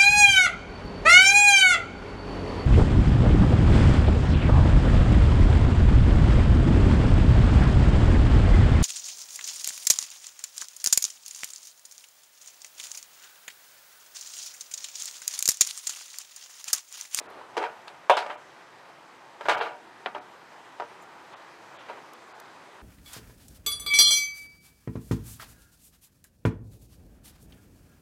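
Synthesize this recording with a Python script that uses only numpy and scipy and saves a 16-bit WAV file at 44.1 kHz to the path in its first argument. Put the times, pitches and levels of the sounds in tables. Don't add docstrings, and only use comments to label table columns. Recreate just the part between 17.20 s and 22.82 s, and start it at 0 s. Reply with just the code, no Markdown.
import sys
import numpy as np
from scipy import signal
from scipy.io import wavfile
from scipy.ndimage import uniform_filter1d

SR = 44100
rng = np.random.default_rng(int(sys.argv[2]) if len(sys.argv) > 2 else 0)


def convert_level_to_amplitude(level_db):
    exponent = np.asarray(level_db, float) / 20
    return 10 ** exponent


def store_wav(level_fs):
    pcm = np.round(np.clip(np.atleast_2d(level_fs), -1, 1) * 32767)
    wavfile.write(sys.argv[1], SR, pcm.T.astype(np.int16))


N = 247838
TAIL = int(0.3 * SR)
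BAND_EDGES_HZ = 25 * 2 ** np.arange(0, 9.5, 1 / 3)

# hz, level_db (per Hz)
HUM_SPECTRUM = [(15, -71), (25, -35), (87, -26), (114, -13), (285, -10), (317, 3), (373, -8), (476, -7.5),
                (545, -6), (911, -1.5), (1130, -4.5), (1940, -9.5), (2410, -14.5), (7310, -27.5),
                (16000, -45)]


def at_hz(points, hz):
    points_hz, values = np.transpose(points)
    return np.interp(np.log(hz), np.log(points_hz), values)


def drift(rate_hz):
    pole = np.exp(-80 * np.pi * rate_hz / SR)
    white = rng.standard_normal(N // 40 + 2002)
    slow = signal.lfilter([1], [1, -2 * pole, pole * pole], white)[2000:]
    return np.interp(np.arange(N) / 40, np.arange(len(slow)), slow / slow.std())


def swell(middle_s, length_s):
    phase = np.clip((np.arange(N) / SR - middle_s) / length_s, -0.5, 0.5)
    return np.cos(np.pi * phase) ** 2


def band_pass(order, low_hz, high_hz, x):
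    return signal.sosfilt(signal.butter(order, [low_hz, high_hz], "band", fs=SR, output="sos"), x)


def third_octaves():
    for low_hz, high_hz in zip(BAND_EDGES_HZ, BAND_EDGES_HZ[1:]):
        yield np.sqrt(low_hz * high_hz), low_hz, high_hz


def loudest(x):
    return np.abs(x).max(axis=1, keepdims=True)


def add(track, times_s, sounds):
    for time_s, sound in zip(times_s, sounds):
        start = round(time_s * SR)
        track[start:start + len(sound)] += sound[:N - start]
    return track


def coloured_noise(spectrum, patchy_db):
    out = 0
    white = rng.standard_normal((2, N))
    together = drift(24.0)
    for k, (hz, low_hz, high_hz) in enumerate(third_octaves()):
        level_db = at_hz(spectrum, hz) + patchy_db * (together + 3.1 * drift(3.3))
        out = out + convert_level_to_amplitude(level_db) * band_pass(2, low_hz, high_hz, white[k % 2])
    return out / out.std()


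def touches():
    # start_s, peak_db, echo_db
    contacts = [(0.3665, -15, -3), (0.374, -18, -0.5), (0.413, -23, -1), (0.424, -17, -3.5),
                (0.437, -15, -8.5), (0.455, -20.5, -11), (0.673, -31.5, -2), (0.8955, 1.5, -10),
                (0.967, -12, -3.5), (0.975, -10.5, -31), (0.999, -29, 0), (1.02, -25.5, 0),
                (1.061, -20, -8.5), (1.096, -24.5, 0), (1.103, -30, 6.5), (2.208, -22.5, -3.5),
                (2.255, -18, -5), (2.261, -28, -12), (2.2835, -4.5, -4), (2.291, -10, -5), (2.297, -14, -9),
                (2.31, -13.5, -1), (2.321, -11, -10), (2.344, -18.5, -9), (2.369, -19.5, -6),
                (2.377, -29.5, 4.5), (2.402, -16, -5.5), (2.41, -11.5, -5.5), (2.458, -22.5, -2.5),
                (2.489, -33, -22),
                (2.859, -15, -5), (2.863, -23, -2), (2.872, -37, -15), (2.948, -20, -6), (2.963, -24.5, -23),
            (2.976, -43, -10), (3.598, -17.5, -4), (3.601, -34, -25), (3.62, -19, -13), (4.135, -41, -2),
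            (4.684, -29.5, -1.5), (4.697, -23.5, -7.5), (4.712, -29.5, -8), (4.769, -44, 4)]
    # first_touch_s, treble_db, steel_ping_db, decay_percent
    grips = [(0.36, -30, -11.5, 142), (0.41, -35, -13, 88), (0.66, -22, -12, 104), (0.88, -28, -14.5, 109),
             (0.96, -27, -12.5, 106), (1.089, -69, -12.5, 88), (2.2, -31, -11, 54),
             (2.275, -34, -13.5, 106), (2.395, -55, -14, 137), (2.85, -64, -11.5, 53), (2.94, -59, -20, 88),
             (3.59, -52, -22, 61), (4.12, -31, -5, 72), (4.67, -42, -15, 94)]
    start_s, peak_db, echo_db = np.transpose(contacts)
    grips = np.array(grips)
    gesture = np.searchsorted(grips[:, 0], start_s + 0.01) - 1
    first_s, treble_db, ping_db, decay_percent = grips[gesture].T
    treble_db = treble_db - 80 * (start_s - first_s)
    return np.array([start_s, peak_db, treble_db, ping_db, decay_percent, echo_db])


def touch_colour_db(hz, treble_db, ping_db):
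    treble_from_hz, ping_hz, ping_octaves = 4140, 2900, 0.6
    fall = (treble_db + 42.5) * max(np.log2(hz / treble_from_hz), 0)
    ping = (ping_db + 12.5) * np.exp(-(np.log2(hz / ping_hz) / ping_octaves) ** 2)
    return fall + ping


def damped_ring(t, treble_db, ping_db, decay):
    # mode_hz, level_db, t60_s
    body = [(333, -4, 0.06), (460, -6.5, 0.21), (600, -4.5, 0.22), (666, -5, 0.14), (743, -1.5, 0.19),
            (857, 0.5, 0.088), (940.4, 3.5, 0.084), (1188, -4, 0.11), (1396, -2.5, 0.063),
            (1603, -7.5, 0.079), (1800, -8, 0.094), (2236, -10.5, 0.11), (2736, -3.5, 0.034),
            (3207, -12, 0.045)]
    spread_db, detune = 2.2, 0.015
    contact_s = 0.00038
    snap, snap_s = 3.2, 0.0015
    luck, shift = rng.standard_normal((2, len(decay), len(body)))
    ring = 0
    for k, (hz, level_db, t60_s) in enumerate(body):
        strength_db = level_db + touch_colour_db(hz, treble_db, ping_db) + spread_db * luck[:, k:k + 1]
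        mode_hz = hz * (1 + detune * shift[:, k:k + 1])
        ring = ring + convert_level_to_amplitude(strength_db - 60 * t / (t60_s * decay)) * np.sin(2 * np.pi * mode_hz * t)
    ring = ring * (1 + snap * np.exp(-t / snap_s)) * (1 - np.exp(-t / contact_s))
    ring = band_pass(3, 430, 4800, ring)
    return ring / loudest(ring)


def echo_arrivals(t, count):
    lump_s, lumpy_db = 0.0008, 4.5
    first_echo_s, early, early_s = 0.00052, 0.64, 0.0078
    white = rng.standard_normal((count, 3, TAIL))
    lumps = uniform_filter1d(white[:, 2], size=max(round(lump_s * SR), 1), axis=1)
    onset = (1 - np.exp(-t / first_echo_s)) * (1 + early * np.exp(-t / early_s))
    return white[:, :2] * (convert_level_to_amplitude(lumpy_db * lumps / lumps.std()) * onset)[:, None]


def scattered_echoes(t, arrivals, treble_db, ping_db, decay):
    # hz, level_db (per Hz)
    echo_colour = [(120, -61), (200, -45), (424, -4.5), (749, -12), (821, -6), (950, -3), (1060, -3),
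                   (1140, -2.5), (2800, -12), (8420, -41.5), (16000, -83)]
    # hz, t60_s
    echo_t60 = [(250, 0.083), (600, 0.082), (1400, 0.26), (3700, 0.19), (10000, 0.14)]
    scatter = 0
    for k, (hz, low_hz, high_hz) in enumerate(third_octaves()):
        if hz > 180:
            fall_db = -60 * t / (at_hz(echo_t60, hz) * decay)
            level_db = at_hz(echo_colour, hz) + touch_colour_db(hz, treble_db, ping_db)
            dying = arrivals[:, k % 2] * convert_level_to_amplitude(fall_db)
            scatter = scatter + convert_level_to_amplitude(level_db) * band_pass(2, low_hz, high_hz, dying)
    return scatter / loudest(scatter)


def knocks():
    start_s, peak_db, treble_db, ping_db, decay_percent, echo_db = touches()[:, :, None]
    t = np.arange(TAIL) / SR
    decay = np.clip(decay_percent / 100, 0.2, 3)
    ring = damped_ring(t, treble_db, ping_db, decay)
    arrivals = echo_arrivals(t, len(start_s))
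    scatter = scattered_echoes(t, arrivals, treble_db, ping_db, decay)
    returns = arrivals[:, 0] * convert_level_to_amplitude(-29.5 + echo_db - 60 * t / (0.35 * decay))
    ring_echoes = signal.fftconvolve(ring, returns, axes=1)[:, :TAIL]
    sounds = ring + ring_echoes + convert_level_to_amplitude(echo_db) * scatter
    sounds = convert_level_to_amplitude(peak_db - 3.5) * sounds * (1 - (t / t[-1]) ** 2)
    track = add(np.zeros(N), start_s[:, 0] + 0.00126, sounds)
    return signal.sosfilt(signal.butter(4, 300, "high", fs=SR, output="sos"), track)


def ticks():
    # start_s, peak_db, low_hz, high_hz, t60_s
    bursts = [(0.102, -52, 6000, 15000, .03), (0.68, -34, 3300, 4800, 0.013),
              (0.68, -37, 2000, 4250, 0.087), (3.822, -55, 6000, 14000, .08),
              (4.9338, -43, 4000, 15500, 0.021), (5.1998, -37.5, 3500, 14500, 0.019),
              (0.897, -20, 2250, 3640, 0.31), (4.135, -48, 1500, 4200, .06),
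              (0.97, -25.5, 2400, 5040, 0.21), (2.253, -40, 600, 3200, 0.043),
              (2.296, -21.5, 1700, 4230, 0.23), (2.8596, -21.5, 1600, 3600, 0.017),
              (2.9478, -33.5, 1400, 3300, 0.02), (3.5985, -34, 1400, 4100, 0.016),
              (0.37, -22.5, 300, 560, 0.79), (2.86, -32.5, 230, 460, 0.082), (2.95, -39, 234, 457, 0.36),
              (0.9005, -7, 525, 1020, 0.15), (1.0975, -27.5, 840, 2340, 0.18),
              (2.41, -30.5, 2000, 4200, 0.24), (0.375, -29.5, 1700, 5500, 0.087),
              (4.698, -35, 520, 1000, .12)]
    t = np.arange(TAIL // 2) / SR
    sounds = []
    for start_s, peak_db, low_hz, high_hz, t60_s in bursts:
        burst = rng.standard_normal(len(t)) * convert_level_to_amplitude(-60 * t / t60_s)
        sound = band_pass(4, low_hz, high_hz, burst)
        sounds.append(convert_level_to_amplitude(peak_db) * sound / np.abs(sound).max() * (1 - t / t[-1]))
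    return add(np.zeros(N), np.array(bursts)[:, 0], sounds)


def slide():
    # middle_s, length_s, level_db
    plate_slide = (2.352, 0.4, -40.5)
    middle_s, length_s, level_db = plate_slide
    return convert_level_to_amplitude(level_db) * swell(middle_s, length_s) * coloured_noise(HUM_SPECTRUM, patchy_db=0.5)


def rubs():
    # low_hz, high_hz
    rub_bands = [(350, 1180), (2300, 3540)]
    # middle_s, length_s, dull_db, bright_db
    hand_shifts = [(0.005, 0.06, -40.5, -72), (0.082, 0.12, -38.5, -66), (0.2, 0.27, -41, -69),
                   (0.348, 0.065, -42, -58), (4.137, 0.069, -42, -49.5), (4.537, 0.076, -43, -72),
                   (4.608, 0.18, -48, -49), (4.69, 0.087, -42, -53), (4.766, 0.18, -43, -67),
                   (4.94, 0.056, -45.5, -55)]
    out = 0
    for column, (low_hz, high_hz) in enumerate(rub_bands):
        noise = band_pass(2, low_hz, high_hz, rng.standard_normal(N))
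        level = 0
        for middle_s, length_s, *levels_db in hand_shifts:
            level = level + convert_level_to_amplitude(levels_db[column]) * swell(middle_s, length_s)
        out = out + level * convert_level_to_amplitude(2.4 * drift(100) - 7.0) * noise / noise.std()
    return out


def squeaks():
    # start_s, end_s, pitch_hz, level_db
    whistles = [(3.67, 3.715, 8740, -72), (3.725, 3.763, 8800, -75), (3.808, 3.84, 7140, -64),
                (3.818, 3.845, 8840, -71)]
    t, wobble = np.arange(N) / SR, drift(150)
    out = 0
    for start_s, end_s, pitch_hz, level_db in whistles:
        arch = np.sin(np.pi * np.clip((t - start_s) / (end_s - start_s), 0, 1)) ** 0.5
        out = out + convert_level_to_amplitude(level_db + 1.0 + 5.0 * wobble) * arch * np.sin(2 * np.pi * pitch_hz * t)
    return out


def workshop_hum():
    # time_s, level_db
    hum_level = [(0.0, -49.5), (1.1, -50), (2.2, -51), (3.1, -49.5), (4.55, -49), (5.62, -49)]
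    level_db = np.interp(np.arange(N) / SR, *np.transpose(hum_level))
    return convert_level_to_amplitude(level_db) * coloured_noise(HUM_SPECTRUM, patchy_db=0.35)


def scene():
    return (knocks() + ticks() + slide() + rubs() + squeaks() + workshop_hum())[None]


def treble_dropouts(x):
    # middle_s, lowest_lost_hz
    dropouts = [(0.079, 3240), (1.166, 3800), (2.364, 3800), (2.404, 4650), (3.001, 3750), (4.153, 3730),
                (4.581, 4518), (5.134, 4800)]
    length_s = 0.046
    t, out = np.arange(N) / SR, x.copy()
    for middle_s, low_hz in dropouts:
        treble = signal.sosfiltfilt(signal.butter(8, low_hz, "high", fs=SR, output="sos"), x)
        kept = np.abs(np.sin(np.pi * np.clip((t - middle_s) / length_s, -0.5, 0.5)))
        out -= treble * (1 - kept)
    return out


def roll_off(x):
    return signal.sosfilt(signal.butter(12, 16310, fs=SR, output="sos"), x)


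def record(dry):
    out = np.clip(treble_dropouts(dry), -0.99, 0.99)
    out = signal.sosfilt(signal.cheby2(12, 60, 16400, fs=SR, output="sos"), out)
    return roll_off(out)


dry = scene()
out = record(dry)
store_wav(out)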